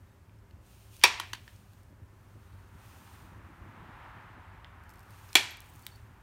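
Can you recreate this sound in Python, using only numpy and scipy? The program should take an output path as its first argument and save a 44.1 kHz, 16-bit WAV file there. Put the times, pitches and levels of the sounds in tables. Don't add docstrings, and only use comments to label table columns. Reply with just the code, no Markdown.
import sys
import numpy as np
from scipy import signal
from scipy.fft import rfft, irfft
from scipy.io import wavfile

SR = 44100
rng = np.random.default_rng(int(sys.argv[2]) if len(sys.argv) > 2 else 0)


def bounce(signal):
    frames = np.transpose(np.atleast_2d(signal))
    limited = np.clip(frames, -1, 1)
    pcm = np.round(limited * 32767).astype(np.int16)
    wavfile.write(sys.argv[1], SR, pcm)


def nominal_scale(level):
    x = np.asarray(level, float) / 20
    return 10 ** x


N = 274698


def sos(x, edges, kind, order=2):
    edges = np.clip(edges, 10, .45 * SR)
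    return signal.sosfilt(signal.butter(order, edges, kind, fs=SR, output="sos"), x)


def rms_one(x):
    return x / np.sqrt(np.mean(x ** 2) + 1e-20)


def at_hz(points, hz):
    table_hz, value = np.transpose(points)
    return np.interp(np.log(hz), np.log(table_hz), value, left=-80, right=-80)


def drift(rate):
    r = np.exp(-80 * np.pi * rate / SR)
    slow = signal.lfilter([1], [1, -2 * r, r * r], rng.standard_normal(N // 40 + 2002))[2000:]
    return np.interp(np.arange(N) / 40, np.arange(len(slow)), rms_one(slow))


def ring(clicks, hz, t60):
    r = nominal_scale(-60 / (max(t60, .002) * SR))
    w = 2 * np.pi * hz / SR
    return signal.lfilter([0, np.sin(w)], [1, -2 * r * np.cos(w), r * r], clicks + 1e-18)


def dying(t60, size):
    return nominal_scale(-60 * np.arange(size) / SR / max(t60, .001))


def coloured_noise(spectrum, patchy_db):
    hz = np.fft.rfftfreq(N, 1 / SR) + 1
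    noise = irfft(rfft(rng.standard_normal(N)) * nominal_scale(at_hz(spectrum, hz)), N)
    return rms_one(noise * nominal_scale(patchy_db * drift(22)))


def blows(contacts, body):
    s, peak_db, hard_db, thud_db, crack_db = np.transpose(contacts)
    start, size = round((s[0] - .005) * SR), SR // 2
    at = np.round(s * SR).astype(int) - start
    out = np.zeros(size)
    uneven = rng.normal(0, 1, (len(at), len(body)))
    for k, (hz, level_db, t60) in enumerate(body):
        clicks = np.zeros(size)
        colour_db = hard_db * max(np.log2(hz / 2400), 0) + thud_db * (hz < 1500)
        clicks[at] = nominal_scale(peak_db + level_db + colour_db + 1.3 * uneven[:, k]) * (-1) ** k
        out += ring(clicks, hz, t60)
    cracks = rng.standard_normal((len(at), 1500)) * dying(.02, size=1500)
    for i, gain, burst in zip(at, nominal_scale(peak_db + crack_db - 2), cracks):
        out[i:i + 1500] += gain * sos(burst, [1210, 6462], "band", order=1)
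    out = sos(out, 230, "high", order=4)
    return np.pad(out, (start, N - start - size))


# start in seconds, then peak, hardness, dull thud and crack, all in dB.
FIRST_STRIKE = [
    (1.0375, -3, 1.5, -5, 2.5),
    (1.0389, -11.5, 1, -2, -0.5),
    (1.0409, -8, -1, 3, -1),
    (1.0432, -9, -1.5, -1.5, -4),
    (1.0512, -18, 1, -6.5, -1),
]
# mode in Hz, level in dB, t60 in seconds.
FIRST_BODY = [(370, -18.5, .035), (536.92, -18, .025), (735, -14, .035), (990, -8.5, 0.04),
              (1334.6, -10, 0.017), (1543.6, -18, 0.0034), (1901, -10.5, 0.045), (2255, -13, 0.05),
              (2371, -6, 0.06), (2497, -8, .06), (2629, -11.5, 0.035), (3248, -4.5, 0.02),
              (3750, -4, 0.015), (4600, -6, 0.031), (5540, -3, .015), (6800, -15, 0.0074),
              (9229.4, -13, 0.018), (13676, -20, 0.0055)]


def first_blow():
    return blows(FIRST_STRIKE, FIRST_BODY)


# start in seconds, then peak, hardness, dull thud and crack, all in dB.
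SECOND_STRIKE = [
    (5.3534, -7, 2, -11, -1),
    (5.3561, -5.5, 1, 2, -2),
    (5.3578, -16, -5, 2, -3),
    (5.3665, -23, 0, -8, 0),
    (5.3688, -17, -12, -10, -7),
    (5.3768, -22, -10, -8, -7),
    (5.4555, -36, -8, -8, -6),
]
# mode in Hz, level in dB, t60 in seconds.
SECOND_BODY = [(358.4, -14.5, 0.025), (727, -12, 0.021), (985, -9.5, 0.04), (1460, -16, 0.0052),
               (1880, -11.5, 0.02), (2240, -12, 0.015), (2375, -.3, 0.03), (2500, -10, .03),
               (2700, -8, 0.015), (2990, -11, .015), (3335, -1.5, .025), (3690, -7.5, .012),
               (4090, -6, 0.012), (4640, -13, 0.03), (5800, -15, 0.012), (7400, -10, 0.01),
               (9700, -15, 0.008), (14000, -16, 0.0067)]


def second_blow():
    return blows(SECOND_STRIKE, SECOND_BODY)


# start in seconds, then peak, hardness, dull thud and crack, all in dB.
FIRST_REBOUND = [
    (1.1985, -27, -2.5, -2.5, 5),
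    (1.1995, -25, -0.5, 3, -6),
    (1.2015, -37, 3, 3, -10),
    (1.2348, -43, -2, 4, -4.5),
]
LATER_REBOUNDS = [
    (1.3323, -37, 3.5, -15, 9),
    (1.3333, -30, 0.5, 6.5, -12),
    (1.3358, -31, -0.5, -6, -2),
    (1.3515, -42, -3, -10, -1),
    (1.4783, -42, -12, -1.5, -6),
]
# mode in Hz, level in dB, t60 in seconds.
PUNCH_UP = [(354, -22, 0.046), (1005, -4.5, 0.017), (1400, -4, 0.011), (1830, -1, 0.0069),
            (3192, -1.5, 0.015), (3970, -10, 0.0068), (6270, -8.5, .01), (9400, -18, .015),
            (11000, -29, 0.11), (13900, -20, .01)]
PUNCH_DOWN = [(359, -27.5, 0.035), (985, -10.5, 0.038), (1410, -2, 0.0066), (1790, -1, 0.018),
              (3160, 3.5, 0.0044), (4492, -4, 0.016), (6043, -9, 0.0075), (9320, -24, .015),
              (10800, -32.5, .09), (14500, -22.5, .01)]


def punch_rebounds():
    return blows(FIRST_REBOUND, PUNCH_UP) + blows(LATER_REBOUNDS, PUNCH_DOWN)


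def swish():
    start_s, end_s, end_db, rise_db_per_s = 1.015, 1.038, -39.5, 950
    t = np.arange(N) / SR
    level_db = end_db + rise_db_per_s * np.minimum(t - end_s, 0)
    gain = nominal_scale(level_db) * (t > start_s) * (t < end_s)
    air = rng.standard_normal(N)
    hiss = rms_one(sos(air, [900, 4500], "band"))
    whine = rms_one(ring(air, 3100, .03))
    return gain * (hiss + nominal_scale(-1.5) * whine)


def grit(ticks, crumble_db):
    out = np.zeros(N)
    crumbs = rng.standard_normal((len(ticks), 400)) * dying(.009, size=400)
    for (s, peak_db, low_hz, high_hz), crumb in zip(ticks, crumbs):
        puff = nominal_scale(crumble_db) * crumb + (np.arange(400) == 0)
        tick = sos(puff, [.75 * low_hz, 1.15 * high_hz], "band", order=3)
        i = round(s * SR)
        out[i:i + 400] += nominal_scale(peak_db + 3.5) * tick / np.max(np.abs(tick))
    return out


# start in seconds, peak in dB, low and high edge in Hz.
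TOUCHES = [(0.2952, -58.5, 2700, 3200), (0.5096, -57, 1300, 3800), (0.6654, -56, 4000, 12000),
           (0.9425, -53, 2850, 11900), (0.9665, -43.5, 2300, 10000), (0.9954, -48, 4000, 12600),
           (1.0143, -39, 2273, 4700), (1.5619, -52, 2200, 8900), (1.734, -54, 4600, 12220),
           (1.8327, -57, 2100, 11190), (3.2202, -56, 2767, 12170), (3.2583, -54.5, 2200, 12440),
           (4.6455, -44, 2285, 3700), (5.2902, -49, 2270, 5400), (5.3303, -34, 2300, 9000),
           (5.3418, -41, 2270, 8212), (5.866, -28, 6796, 14500), (5.874, -53, 4212, 9800)]


def touches():
    return grit(TOUCHES, crumble_db=-13.5)


# start in seconds, peak in dB.
SEATING = [(4.8374, -58), (4.8934, -49), (4.9005, -56), (4.9035, -55), (4.907, -56), (4.911, -55.5),
           (4.9377, -51), (4.943, -58), (4.9573, -56), (4.9742, -59), (4.985, -60), (4.9935, -50.5),
           (5.0055, -55), (5.013, -60), (5.029, -58), (5.0325, -55), (5.1068, -49), (5.111, -58)]


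def seating():
    return grit([(s, peak_db, 5200, 12600) for s, peak_db in SEATING], crumble_db=-15.5)


# mode in Hz, level in dB, t60 in seconds.
TIP = [(4700, -9, .007), (5250, -8, .009), (9200, -11, .005), (12600, -11, .008)]


def tip():
    s, peak_db = np.transpose(SEATING)
    out = np.zeros(N)
    uneven = rng.normal(0, 1, (len(s), len(TIP)))
    for k, (hz, level_db, t60) in enumerate(TIP):
        clicks = np.zeros(N)
        clicks[np.round(s * SR).astype(int)] = nominal_scale(peak_db + level_db + 2.5 * uneven[:, k])
        out += ring(clicks, hz, t60)
    return out


# start in seconds, peak in dB, low edge in Hz.
SPLINTERS = [(5.2842, -50, 14000), (5.309, -53, 10000), (5.322, -53, 13000), (5.3303, -42, 13000),
             (5.337, -52, 12000), (5.3425, -50, 12000), (5.5075, -42, 9000), (5.5705, -42.5, 10000),
             (5.6044, -35, 7000), (5.6195, -48, 8000), (5.6588, -53, 7000), (5.6623, -50, 7500),
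             (5.6905, -53, 8000), (5.7385, -52, 14000), (5.7455, -52, 13000), (5.7538, -49, 9000),
             (5.7602, -45, 7000), (5.782, -53, 9000), (5.7938, -46, 6000), (5.8186, -50, 9000),
             (5.8243, -46, 8000), (5.8332, -54.5, 9000), (5.8513, -49, 7300), (5.8545, -49, 7300),
             (5.959, -50, 7300)]


def splinters():
    return grit([(s, peak_db, low_hz, 14200) for s, peak_db, low_hz in SPLINTERS], crumble_db=-17)


# start in seconds, peak in dB, pitch in Hz, t60 in seconds.
FLAKES = [(.665, -66, 8200, .04), (4.6458, -43, 2000, .006), (4.6458, -45, 3400, .005),
          (.388, -66, 5400, .012), (.945, -62, 1050, .05), (4.838, -64, 12300, .012),
          (5.291, -56, 2500, .02), (5.331, -46, 2500, .012), (5.331, -46, 4200, .012),
          (5.294, -55, 5000, .025), (5.508, -50, 12500, .08), (5.643, -60, 14600, .018),
          (5.697, -55, 15000, .03), (5.697, -60, 8050, .045), (5.697, -65, 10000, .035),
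          (5.8663, -30, 3750, .005), (5.8663, -34, 2260, .007), (5.8665, -34, 3000, .005),
          (5.8663, -39, 4540, .007), (5.8663, -37, 8030, .01)]


def flakes():
    out, t = np.zeros(N), np.arange(6000) / SR
    for s, peak_db, hz, t60 in FLAKES:
        i = round(s * SR)
        out[i:i + 6000] += nominal_scale(peak_db) * np.sin(2 * np.pi * hz * t) * dying(t60, size=6000)
    return sos(out, 1000, "high", order=3)


# start and end in seconds, grains per second, level in dB.
DUST = [
    (4.89, 5.12, 200, -57),
    (5.64, 5.9, 260, -53),
]


def dust():
    t, out = np.arange(N) / SR, np.zeros(N)
    sizes = nominal_scale(3.0 * np.minimum(rng.exponential(1, N), 3)) * rng.choice([-1, 1], N)
    chance = rng.random(N)
    for start, end, per_s, level_db in DUST:
        out += nominal_scale(level_db) * sizes * (chance < per_s / SR) * (t > start) * (t < end)
    return sos(out, 5500, "high", order=4)


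# full speed from and until in seconds, rustle in dB,
# seconds to gather 10 dB, seconds to lose 10 dB.
MOVES = [(0.0, .1, -79, .1, .1), (.71, .93, -66, .08, .1), (.96, 1.04, -62, .06, .2),
         (1.3, 1.5, -67.5, .1, .22), (1.73, 1.75, -72.5, .05, .17), (2.48, 2.55, -73.5, .4, .3),
         (2.92, 3.1, -63.8, .17, .24), (3.5, 3.95, -79, .2, .5), (4.92, 5.05, -75, .1, .1),
         (5.18, 5.35, -63.5, .11, .15), (5.68, 5.88, -67, .08, .14), (6.0, 6.05, -76, .1, .2)]
# frequency in Hz, density in dB per Hz.
SLEEVE = [(1470, -29), (2500, -2), (2940, -4), (3460, -5.5), (5030, -9), (6550, -7), (7950, -11),
          (8730, -6), (10400, -10), (15200, -9.5), (16000, -14)]


def sleeves():
    t, power = np.arange(N) / SR, np.zeros(N)
    for start, end, level_db, rise, fall in MOVES:
        away = np.maximum(np.maximum((start - t) / rise, (t - end) / fall), 0)
        power += nominal_scale(2 * level_db - 20 * away ** 2)
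    return np.sqrt(power) * coloured_noise(SLEEVE, patchy_db=.6)


# delay in seconds, level in dB.
ECHOES = [
    (.0035, -12),
    (0.0153, -14.5),
    (0.023, -21.5),
    (.038, -20),
]


def echoes(x, echo_db):
    back = sum(nominal_scale(level_db) * np.roll(x, round(delay * SR)) for delay, level_db in ECHOES)
    return nominal_scale(echo_db) * sos(back, 9000, "low", order=1)


# frequency in Hz, t60 in seconds.
SHED = [(200, 0.53), (500, 0.5), (1200, 0.5), (2500, 0.53), (5000, .42), (9000, 0.41), (15000, 0.19)]


def shed_tail(colour):
    size = SR
    hz = np.fft.rfftfreq(size, 1 / SR) + 1
    white = irfft(rfft(rng.standard_normal((2, size))) * nominal_scale(at_hz(colour, hz)), size)
    edges, tail = 140 * 2 ** np.arange(0, 7.1, .5), 0
    for k, (low, high) in enumerate(zip(edges, edges[1:])):
        centre_hz = np.clip(np.sqrt(low * high), SHED[0][0] + 1, SHED[-1][0] - 1)
        t60 = at_hz(SHED, centre_hz)
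        fall = dying(t60, size) + nominal_scale(8.5) * dying(.22 * t60, size)
        tail = tail + sos(white[k % 2], [low, high], "band") * fall
    return tail * (1 - dying(0.024, size))


# frequency in Hz, density in dB per Hz.
EVEN_COLOUR = [(100, 0), (17000, 0)]


def shed_ringing(knocks, small):
    sent = nominal_scale(-52.0) * knocks + nominal_scale(-48.5) * small
    return signal.fftconvolve(sent, shed_tail(EVEN_COLOUR))[:N]


def knock_tail(knocks, colour, notes):
    out, tail = np.zeros(N + SR), shed_tail(colour)
    tail = tail + sum(nominal_scale(level_db) * ring(tail, hz, t60) for hz, level_db, t60 in notes)
    for s, level_db in knocks:
        i = round(s * SR)
        out[i:i + SR] += nominal_scale(level_db + 14) * tail
    return out[:N]


# start in seconds, level in dB.
FIRST_BLOW = [
    (1.039, -27),
]
SECOND_BLOW = [
    (5.355, -30),
]
PUNCH_KNOCKS = [
    (1.199, -52.5),
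    (1.333, -58.5),
    (1.479, -72),
]
# frequency in Hz, density in dB per Hz.
FIRST_COLOUR = [(120, -48.5), (200, -17.5), (232, -20), (268, -19.5), (456, -14), (538, -18.5), (968, -4.5),
                (1480, -10.5), (2420, -3), (3070, -7.5), (5520, -12), (9400, -24.5), (10500, -34.5),
                (13300, -27.5), (16000, -31)]
SECOND_COLOUR = [(120, -47.5), (200, -18.5), (311, -15.5), (538, -19), (659, -11.5), (986, -6.5),
                 (1080, -11), (1710, -8), (2380, -3), (2860, -5.5), (4120, -6), (6640, -12), (7970, -16),
                 (14100, -21), (16000, -34)]
PUNCH_COLOUR = [(180, -35), (300, -4), (565, -27), (624, -7), (870, -6), (961, -11.5), (1340, -10),
                (1720, -5), (3290, -4.5), (16000, -30)]
# pitch in Hz, level in dB, t60 in seconds.
FIRST_NOTES = [(985, -60, .05), (1870, -50, .06), (2370, -53, .1), (2500, -54, .08), (2770, -55, .08),
               (3470, -57, .08), (5520, -52, .06)]
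SECOND_NOTES = [(985, -56, .08), (1800, -63, .5), (1985, -53, .12), (2320, -63, .45), (2390, -57, .22),
                (2460, -55, .1), (3300, -51, .08), (4650, -54, .06)]
PUNCH_NOTES = [(985, -52, .1), (1800, -56, .07)]


def knocks_round_shed():
    out = knock_tail(FIRST_BLOW, FIRST_COLOUR, FIRST_NOTES)
    out += knock_tail(SECOND_BLOW, SECOND_COLOUR, SECOND_NOTES)
    return out + knock_tail(PUNCH_KNOCKS, PUNCH_COLOUR, PUNCH_NOTES)


# time in seconds, level in dB.
CAR = [
    (0, -70.5),
    (2.1, -69.5),
    (2.6, -64),
    (3.0, -60),
    (3.55, -58.5),
    (4.05, -51.5),
    (4.45, -56.5),
    (5.0, -59),
    (6.23, -63.5),
]


def tyre_level_db():
    s, level_db = np.transpose(CAR)
    return np.interp(np.arange(N) / SR, s, level_db)


# frequency in Hz, density in dB per Hz.
DRONE = [(76, -28), (130, 3), (172, 1), (216, -0.5), (364, -3.5), (398, -13.5), (600, -13), (780, -39.5),
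         (1320, -120)]
TYRES = [(290, -37.5), (500, -14.5), (622, -9.5), (904, 0), (1050, -1.5), (1330, -2.5), (1650, -5),
         (1780, -6), (3150, -18.5), (5300, -34.5), (6000, -41), (7800, -67), (13200, -120)]


def car():
    far_db, near_db, nearest_s, pass_s = -70, -57, 3.68, .4
    engine = nominal_scale(near_db) / np.hypot(1, (np.arange(N) / SR - nearest_s) / pass_s)
    drone = np.hypot(engine, nominal_scale(far_db)) * coloured_noise(DRONE, patchy_db=3.5)
    return drone + nominal_scale(tyre_level_db()) * coloured_noise(TYRES, patchy_db=.3)


# start in seconds, peak in dB, pitch in Hz.
BUMPS = [
    (2.018, -39, 99.6),
    (2.748, -39, 78),
    (3.439, -37.5, 83.42),
    (3.614, -34.5, 75.31),
    (4.656, -39.5, 78),
]


def bumps():
    out, t = np.zeros(N), np.arange(6000) / SR
    swell = dying(0.077, size=6000) * (1 - dying(0.05, size=6000))
    for s, peak_db, hz in BUMPS:
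        i = round(s * SR)
        out[i:i + 6000] += nominal_scale(peak_db + 5.0) * np.sin(2 * np.pi * hz * t) * swell
    return out


# start in seconds, length in seconds, peak in dB, pitch in Hz.
CHIRPS = [
    (.01, .19, -79, 3750),
    (2.3, .45, -76, 4400),
    (2.35, .4, -77, 3850),
    (5.812, .05, -63, 4480),
    (5.9, .045, -62, 4480),
    (5.935, .04, -59, 4470),
    (5.91, .06, -72, 7500),
]


def bird():
    out, air = np.zeros(N), rng.standard_normal((len(CHIRPS), SR // 2))
    for (s, length, peak_db, hz), puff in zip(CHIRPS, air):
        i, size = round(s * SR), round(length * SR)
        note = rms_one(ring(puff, hz, .035))[-size:]
        out[i:i + size] += nominal_scale(peak_db - 6) * np.hanning(size) * note
    return out


# frequency in Hz, density in dB per Hz.
HUM = [(12, -63), (20, -41), (27, -24.5), (38, -8.5), (70, -4.5), (92, -6.5), (112, -4), (130, -28.5),
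       (160, -19), (210, -53), (350, -120)]


def traffic():
    level_db = -57 + .05 * (tyre_level_db() + 63)
    note = rms_one(ring(rng.standard_normal(N), 99, t60=0.2))
    return nominal_scale(level_db) * (coloured_noise(HUM, patchy_db=-1.5534) + nominal_scale(-1.5) * note)


# frequency in Hz, density in dB per Hz.
STILL_AIR = [(88, -40), (150, -7.5), (197, -5), (315, -15), (361, -15), (398, -4.5), (457, -23.5),
             (504, -12), (745, -17.5), (1390, -29), (1630, -22.5), (3770, -32), (4490, -31.5),
             (15100, -34.5), (16000, -42)]


def still_air():
    return nominal_scale(-67) * coloured_noise(STILL_AIR, patchy_db=.4)


def scene():
    knocks = first_blow() + second_blow() + punch_rebounds()
    small = touches() + seating() + tip() + splinters() + flakes() + dust()
    near = knocks + echoes(knocks, echo_db=-3.0) + small + echoes(small, echo_db=-11.0)
    shed = shed_ringing(knocks, small) + knocks_round_shed()
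    outside = car() + bumps() + bird() + traffic()
    return (near + swish() + sleeves() + shed + outside + still_air())[None]


def low_pass(x):
    return signal.sosfilt(signal.butter(12, 16650, fs=SR, output="sos"), x)


def record(dry):
    fall = 70 * np.arange(N) / SR
    level_db = 20 * np.log10(np.abs(dry[0]) + 1e-9)
    held_db = np.maximum.accumulate(level_db + fall) - fall
    cut_db = 0.13 * np.maximum(held_db + 10.5, 0)
    cut_db = signal.lfilter([.02], [1, -.98], cut_db)
    x = sos(dry * nominal_scale(-cut_db), 36, "high")
    x = x - 0.27 * signal.lfilter(*signal.iirpeak(10500, 9.0, fs=SR), x)
    rounding = .85 * np.tanh(x / .85) - x
    x = sos(x + sos(rounding, 200, "high"), 15950, "low", order=24)
    return low_pass(x)


dry = scene()
out = record(dry)
bounce(out)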